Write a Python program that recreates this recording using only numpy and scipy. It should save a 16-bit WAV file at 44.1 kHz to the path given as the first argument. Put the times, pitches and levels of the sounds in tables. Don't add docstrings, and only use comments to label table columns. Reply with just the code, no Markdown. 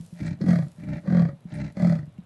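import sys
import numpy as np
from scipy import signal
from scipy.fft import rfft, irfft
from scipy.io import wavfile
from scipy.ndimage import uniform_filter1d

SR = 44100
rng = np.random.default_rng(int(sys.argv[2]) if len(sys.argv) > 2 else 0)


def store_wav(level_fs):
    pcm = np.round(np.clip(np.atleast_2d(level_fs), -1, 1) * 32767)
    wavfile.write(sys.argv[1], SR, pcm.T.astype(np.int16))


N = 99225
TIME_S = np.arange(N) / SR

# time of fastest slapping in seconds, base slap gap in seconds, slowing in
# seconds per slap cubed, groan pitch at that time in Hz, tract frequency scale, treble in dB.
GRUNT_STROKES = [(.4845, .022, .00023, 180.4, 1.0, 1), (1.147, .0226, .00022, 178.3, .98, -12.5),
                 (1.846, .024, .00018, 176.9, 1.025, 0)]
# time in seconds, relative level in dB.
GRUNT_PUSH = [
    [(.39, -13), (.41, -7), (.455, -9.5), (.492, 3), (.55, -4.5), (.64, -10.5), (.69, -30), (.712, -47)],
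    [(1.035, -13.5), (1.075, -6), (1.14, -0.5), (1.21, 0), (1.29, -13), (1.335, -28.5), (1.38, -75)],
    [(1.75, -14), (1.772, -16), (1.835, 0), (1.93, -3.5), (2.0, -14.5), (2.05, -25.5), (2.125, -54)],
]
GRUNT_AIR = [
    [(.385, -37), (.41, -8), (.445, -12.5), (.49, 2.5), (.555, -1.5), (.63, -11), (.72, -35)],
    [(1.03, -16.5), (1.065, -4.5), (1.14, -1), (1.2, 3), (1.25, -4.5), (1.3, -9.5), (1.37, -57)],
    [(1.75, -23), (1.77, -8), (1.82, -1.5), (1.88, -1), (1.95, -5), (2.01, -16.5), (2.11, -51)],
]
# time in seconds, relative level in dB.
RASP_FLUTTER = [
    [(0.19, -55), (0.202, -42), (0.22, -28.5), (0.326, -29.5), (0.378, -52), (0.385, -60)],
    [(0.8, -43.5), (0.864, -36), (0.878, -29), (0.94, -29.5), (0.974, -33), (1.03, -59)],
    [(1.505, -79), (1.521, -35.5), (1.617, -30), (1.661, -32.5), (1.727, -50), (1.74, -72)],
]
RASP_AIR = [
    [(0.15, -64.5), (0.21, -46), (0.218, -57), (0.236, -45), (0.246, -49), (0.262, -41.5), (0.336, -51),
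     (0.38, -77)],
    [(0.77, -63.5), (0.844, -48), (0.864, -58), (0.884, -45), (0.924, -49), (0.93, -38.5), (0.992, -48),
     (1.03, -94)],
    [(1.47, -67), (1.522, -47), (1.588, -46.5), (1.616, -40), (1.634, -54), (1.642, -42), (1.712, -54.5),
     (1.74, -87)],
]
RASP_TREBLE_DB = [4.5, -10, -0.5]
# base frequency in Hz, relative gain in dB, T60 in seconds.
GRUNT_TRACT_MODES = [(562.4, -22, 0.053), (659, -27.5, 0.033), (746, -31, 0.065), (957, -42.5, 0.056),
                     (1175, -36, 0.049), (1308, -41, 0.047), (1482, -36, .035), (1669, -38, 0.071),
                     (1823, -37, 0.023), (1958, -31, 0.038), (2152, -38.5, 0.022), (3307, -46.5, 0.032),
                     (4196, -40.5, .025), (4780, -44, 0.033)]
RASP_THROAT_MODES = [(68, -10, 0.098), (97.2, -5.5, 0.15), (158.1, 5, 0.11), (186, 4, 0.072),
                     (289, -6, 0.085)]
RASP_MOUTH_MODES = [(594, 0.5, 0.16), (864, -2.5, 0.023), (1070, -17.5, 0.034), (1346, -11.5, 0.068),
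                    (1824, -4, 0.02), (2070, -4.5, .025), (2341, -3.5, 0.033), (2700, -16, 0.076),
                    (3990, -12, 0.022)]
# start in seconds, strength in dB, pitch in Hz, T60 in seconds.
THROAT_GULPS = [(.001, -27, 168, .11), (.126, -31, 174.4, 0.22), (.203, -28.5, 307, 0.032),
                (0.407, -21, 380, 0.03), (0.439, -17, 279, 0.051), (0.443, -30, 180, 0.093),
                (0.783, -32.5, 175.3, 0.21), (.834, -25.5, 227, 0.033), (1.044, -35.5, 152, 0.14),
                (1.453, -27, 177, 0.12), (2.185, -27.5, 183.7, 0.14)]
# start in seconds, strength in dB, centre in Hz, decay in seconds.
MOUTH_TICKS = [(0.413, -44.5, 4600, 0.011), (0.26, -51, 7600, 0.011), (0.835, -52, 2420, 0.0089),
               (1.518, -47, 3300, 0.0029), (1.538, -57, 9100, 0.032), (2.178, -56.5, 2540, 0.0062),
               (2.203, -54, 3540, 0.0013)]
# frequency in Hz, relative density in dB.
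GRUNT_SPECTRUM = [(150, -31), (300, 19.5), (430, -13), (600, 12), (780, -11), (1050, -9), (1300, -12.5),
                  (1650, -10.5), (2000, -14.5), (2400, -11), (2900, -27.5), (3400, -20), (4600, -18.5),
                  (6200, -20.5), (8000, -25), (11500, -33)]
RASP_SPECTRUM = [(200, 15.5), (430, 6.5), (600, -5), (850, -2.5), (1080, -10.5), (1450, 2), (1900, 7.5),
                 (2350, -7.5), (3000, -11), (4200, -7), (6000, -11), (8000, -18.5), (11500, -42)]
RUMBLE_SPECTRUM = [(25, -20.5), (55, -0.5), (110, 17.5), (180, 11.5), (350, -2.5), (620, -1.5), (1100, -9),
                   (2000, -15), (4000, -19), (11000, -71)]
# time in seconds, relative level in dB.
HISS_CURVE = [(0, -62), (.22, -64.5), (0.371, -76.5), (.5, -63.5), (.75, -67.5), (1.001, -72), (1.4, -75.5),
              (1.71, -74), (2.25, -76.5)]


def grunts(groan_db=-11, thump_db=-21, slap_db=-8, spread_db=3, breath_db=-30.5, hiss_db=-31.5):
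    out, slap_index = np.zeros(N), np.arange(-3, 8)
    hiss, white = noise(GRUNT_SPECTRUM), rng.standard_normal(N)
    for stroke, push, air in zip(GRUNT_STROKES, GRUNT_PUSH, GRUNT_AIR):
        peak_s, gap_s, slowing_s, pitch_hz, tract_scale, treble_db = stroke
        slaps_s = peak_s + gap_s * slap_index + slowing_s * slap_index ** 3
        tone, phase = groan(slaps_s, peak_s, pitch_hz)
        thumps = thump(slaps_s, from_db(thump_db) * level(push, slaps_s) ** 0.25, hz=158.8, t60_s=0.066)
        opening = 0.36 + puffs(slaps_s - 0.00078, decay_s=0.0049)
        flow = level(air) * (1 + 0.22 * np.cos(phase)) * opening
        sizes = level(air, slaps_s) * from_db(slap_db + spread_db * rng.standard_normal(len(slaps_s)))
        drive = clicks(slaps_s, sizes) + from_db(breath_db) * white * flow
        mouth = resonate(drive, GRUNT_TRACT_MODES, tract_scale) + from_db(hiss_db) * hiss * flow
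        mouth += knocks(white, slaps_s[slap_index > 0]) * level(air)
        out += from_db(groan_db) * level(push) * tone + thumps + brighten(mouth, treble_db)
    return out


def groan(slaps_s, peak_s, pitch_hz, sag_hz_per_s=140, deepening_per_s=3.5, width_cycles=0.19):
    age_s = TIME_S - peak_s
    phase = 2 * np.pi * (pitch_hz * age_s - 0.5 * sag_hz_per_s * age_s ** 2)
    cycles = np.interp(TIME_S, slaps_s, np.arange(len(slaps_s)))
    closure = np.exp(-((cycles - np.round(cycles)) / width_cycles) ** 2)
    depth = np.clip(0.59 + deepening_per_s * np.abs(age_s), 0, 1)
    return (1 - depth * closure) * np.sin(phase), phase


def thump(times_s, sizes, hz, t60_s):
    return cut(ring(clicks(times_s, sizes), hz, t60_s), [69, 350], "band")


def puffs(times_s, decay_s):
    decays = signal.lfilter([1], [1, -np.exp(-1 / (decay_s * SR))], clicks(times_s, 0.76))
    return cut(decays, 280, "low", order=1)


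def knocks(white, slaps_s, gain_db=-33, low_hz=1138, high_hz=2120):
    bursts = cut(white * puffs(slaps_s, decay_s=0.0048), [low_hz, high_hz], "band", order=4)
    return from_db(gain_db) * bursts / np.sqrt(2 * (high_hz - low_hz) / SR)


def rasps(slaps_per_s=62, jitter=0.25, leak=0.24, flutter_db=1.5, hiss_db=-3.5, mouth_db=-2.5):
    slaps_s = np.cumsum(np.exp(jitter * rng.standard_normal(300)) / slaps_per_s)
    slaps_s = slaps_s[slaps_s < TIME_S[-1]]
    flutter = cut(resonate(clicks(slaps_s, 0.8), RASP_THROAT_MODES), [55, 400], "band")
    flutter /= np.sqrt(uniform_filter1d(flutter ** 2, size=1500) + 1e-6)
    flow = unit_rms(leak + puffs(slaps_s, decay_s=0.0069))
    mouth = unit_rms(cut(resonate(rng.standard_normal(N) * flow, RASP_MOUTH_MODES), 520, "high"))
    rush = from_db(hiss_db) * noise(RASP_SPECTRUM) * flow + from_db(mouth_db) * mouth
    out = np.zeros(N)
    for folds, air, treble_db in zip(RASP_FLUTTER, RASP_AIR, RASP_TREBLE_DB):
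        out += from_db(flutter_db) * flutter * level(folds) + brighten(rush, treble_db) * level(air)
    return out


def gulps():
    return sum(thump([start_s], from_db(db), hz, t60_s) for start_s, db, hz, t60_s in THROAT_GULPS)


def ticks(edge_ratio=1.13):
    out = np.zeros(N)
    for start_s, db, hz, decay_s in MOUTH_TICKS:
        band = unit_rms(cut(rng.standard_normal(N), [hz / edge_ratio, hz * edge_ratio], "band"))
        out += from_db(db) * band * puffs([start_s], decay_s)
    return out


def scatter(voice, gain_db=-26, t60_s=0.2, cutoff_hz=2700, delay_s=0.008):
    tail = cut(rng.standard_normal(N), cutoff_hz, "low", order=1)
    tail *= from_db(-60 * TIME_S / t60_s) * (TIME_S > delay_s)
    tail *= np.sqrt(SR / (np.pi * cutoff_hz) / np.sum(tail ** 2))
    return from_db(gain_db) * signal.fftconvolve(voice, tail)[:N]


def background(rumble_db=-54.5, hiss_db=-2, crackle_db=-7.5, spread_db=7, crackles_per_s=65, decay_s=0.0011):
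    sizes = from_db(spread_db * np.minimum(rng.exponential(1, N), 3))
    impulses = sizes * (rng.random(N) < crackles_per_s / SR) + 1e-18
    crackle = unit_rms(signal.lfilter([1], [1, -np.exp(-1 / (decay_s * SR))], impulses))
    hiss = unit_rms(cut(rng.standard_normal(N), [2500, 12000], "band"))
    hiss *= from_db(hiss_db) + from_db(crackle_db) * crackle
    return from_db(rumble_db) * noise(RUMBLE_SPECTRUM) + level(HISS_CURVE) * hiss


def from_db(db):
    return 10 ** (np.asarray(db) / 20)


def unit_rms(x):
    return x / np.sqrt(np.mean(x ** 2) + 1e-20)


def level(curve, at_s=TIME_S):
    times_s, db = np.transpose(curve)
    return from_db(np.interp(at_s, times_s, db, left=-150, right=-150))


def cut(x, hz, kind, order=2):
    return signal.sosfilt(signal.butter(order, hz, kind, fs=SR, output="sos"), x)


def brighten(x, db, corner_hz=3000):
    return x + (from_db(db) - 1) * cut(x, corner_hz, "high", order=1)


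def noise(spectrum):
    hz, db = np.transpose(spectrum)
    bins_hz = np.maximum(np.fft.rfftfreq(N, 1 / SR), 1)
    gain = from_db(np.interp(np.log(bins_hz), np.log(hz), db)) * np.minimum(bins_hz / hz[0], 1) ** 2
    return unit_rms(irfft(rfft(rng.standard_normal(N)) * gain, N))


def clicks(times_s, sizes):
    out = np.zeros(N) + 1e-18
    np.add.at(out, np.clip(np.asarray(times_s) * SR, 0, N - 1).astype(int), sizes)
    return out


def ring(x, hz, t60_s):
    radius, step_rad = from_db(-60 / (t60_s * SR)), 2 * np.pi * hz / SR
    return signal.lfilter([0, np.sin(step_rad)], [1, -2 * radius * np.cos(step_rad), radius ** 2], x)


def resonate(x, modes, scale=1):
    return sum((-1) ** i * from_db(db) * ring(x, hz * scale, t60_s)
               for i, (hz, db, t60_s) in enumerate(modes))


def scene():
    voice = grunts() + rasps() + gulps() + ticks()
    return (voice + scatter(voice) + background())[None]


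def record(dry, low_hz=38, high_hz=11700):
    lowpass = signal.ellip(10, 0.2, 80, high_hz, fs=SR, output="sos")
    return signal.sosfilt(lowpass, cut(dry, low_hz, "high", order=3))


dry = scene()
out = record(dry)
store_wav(out)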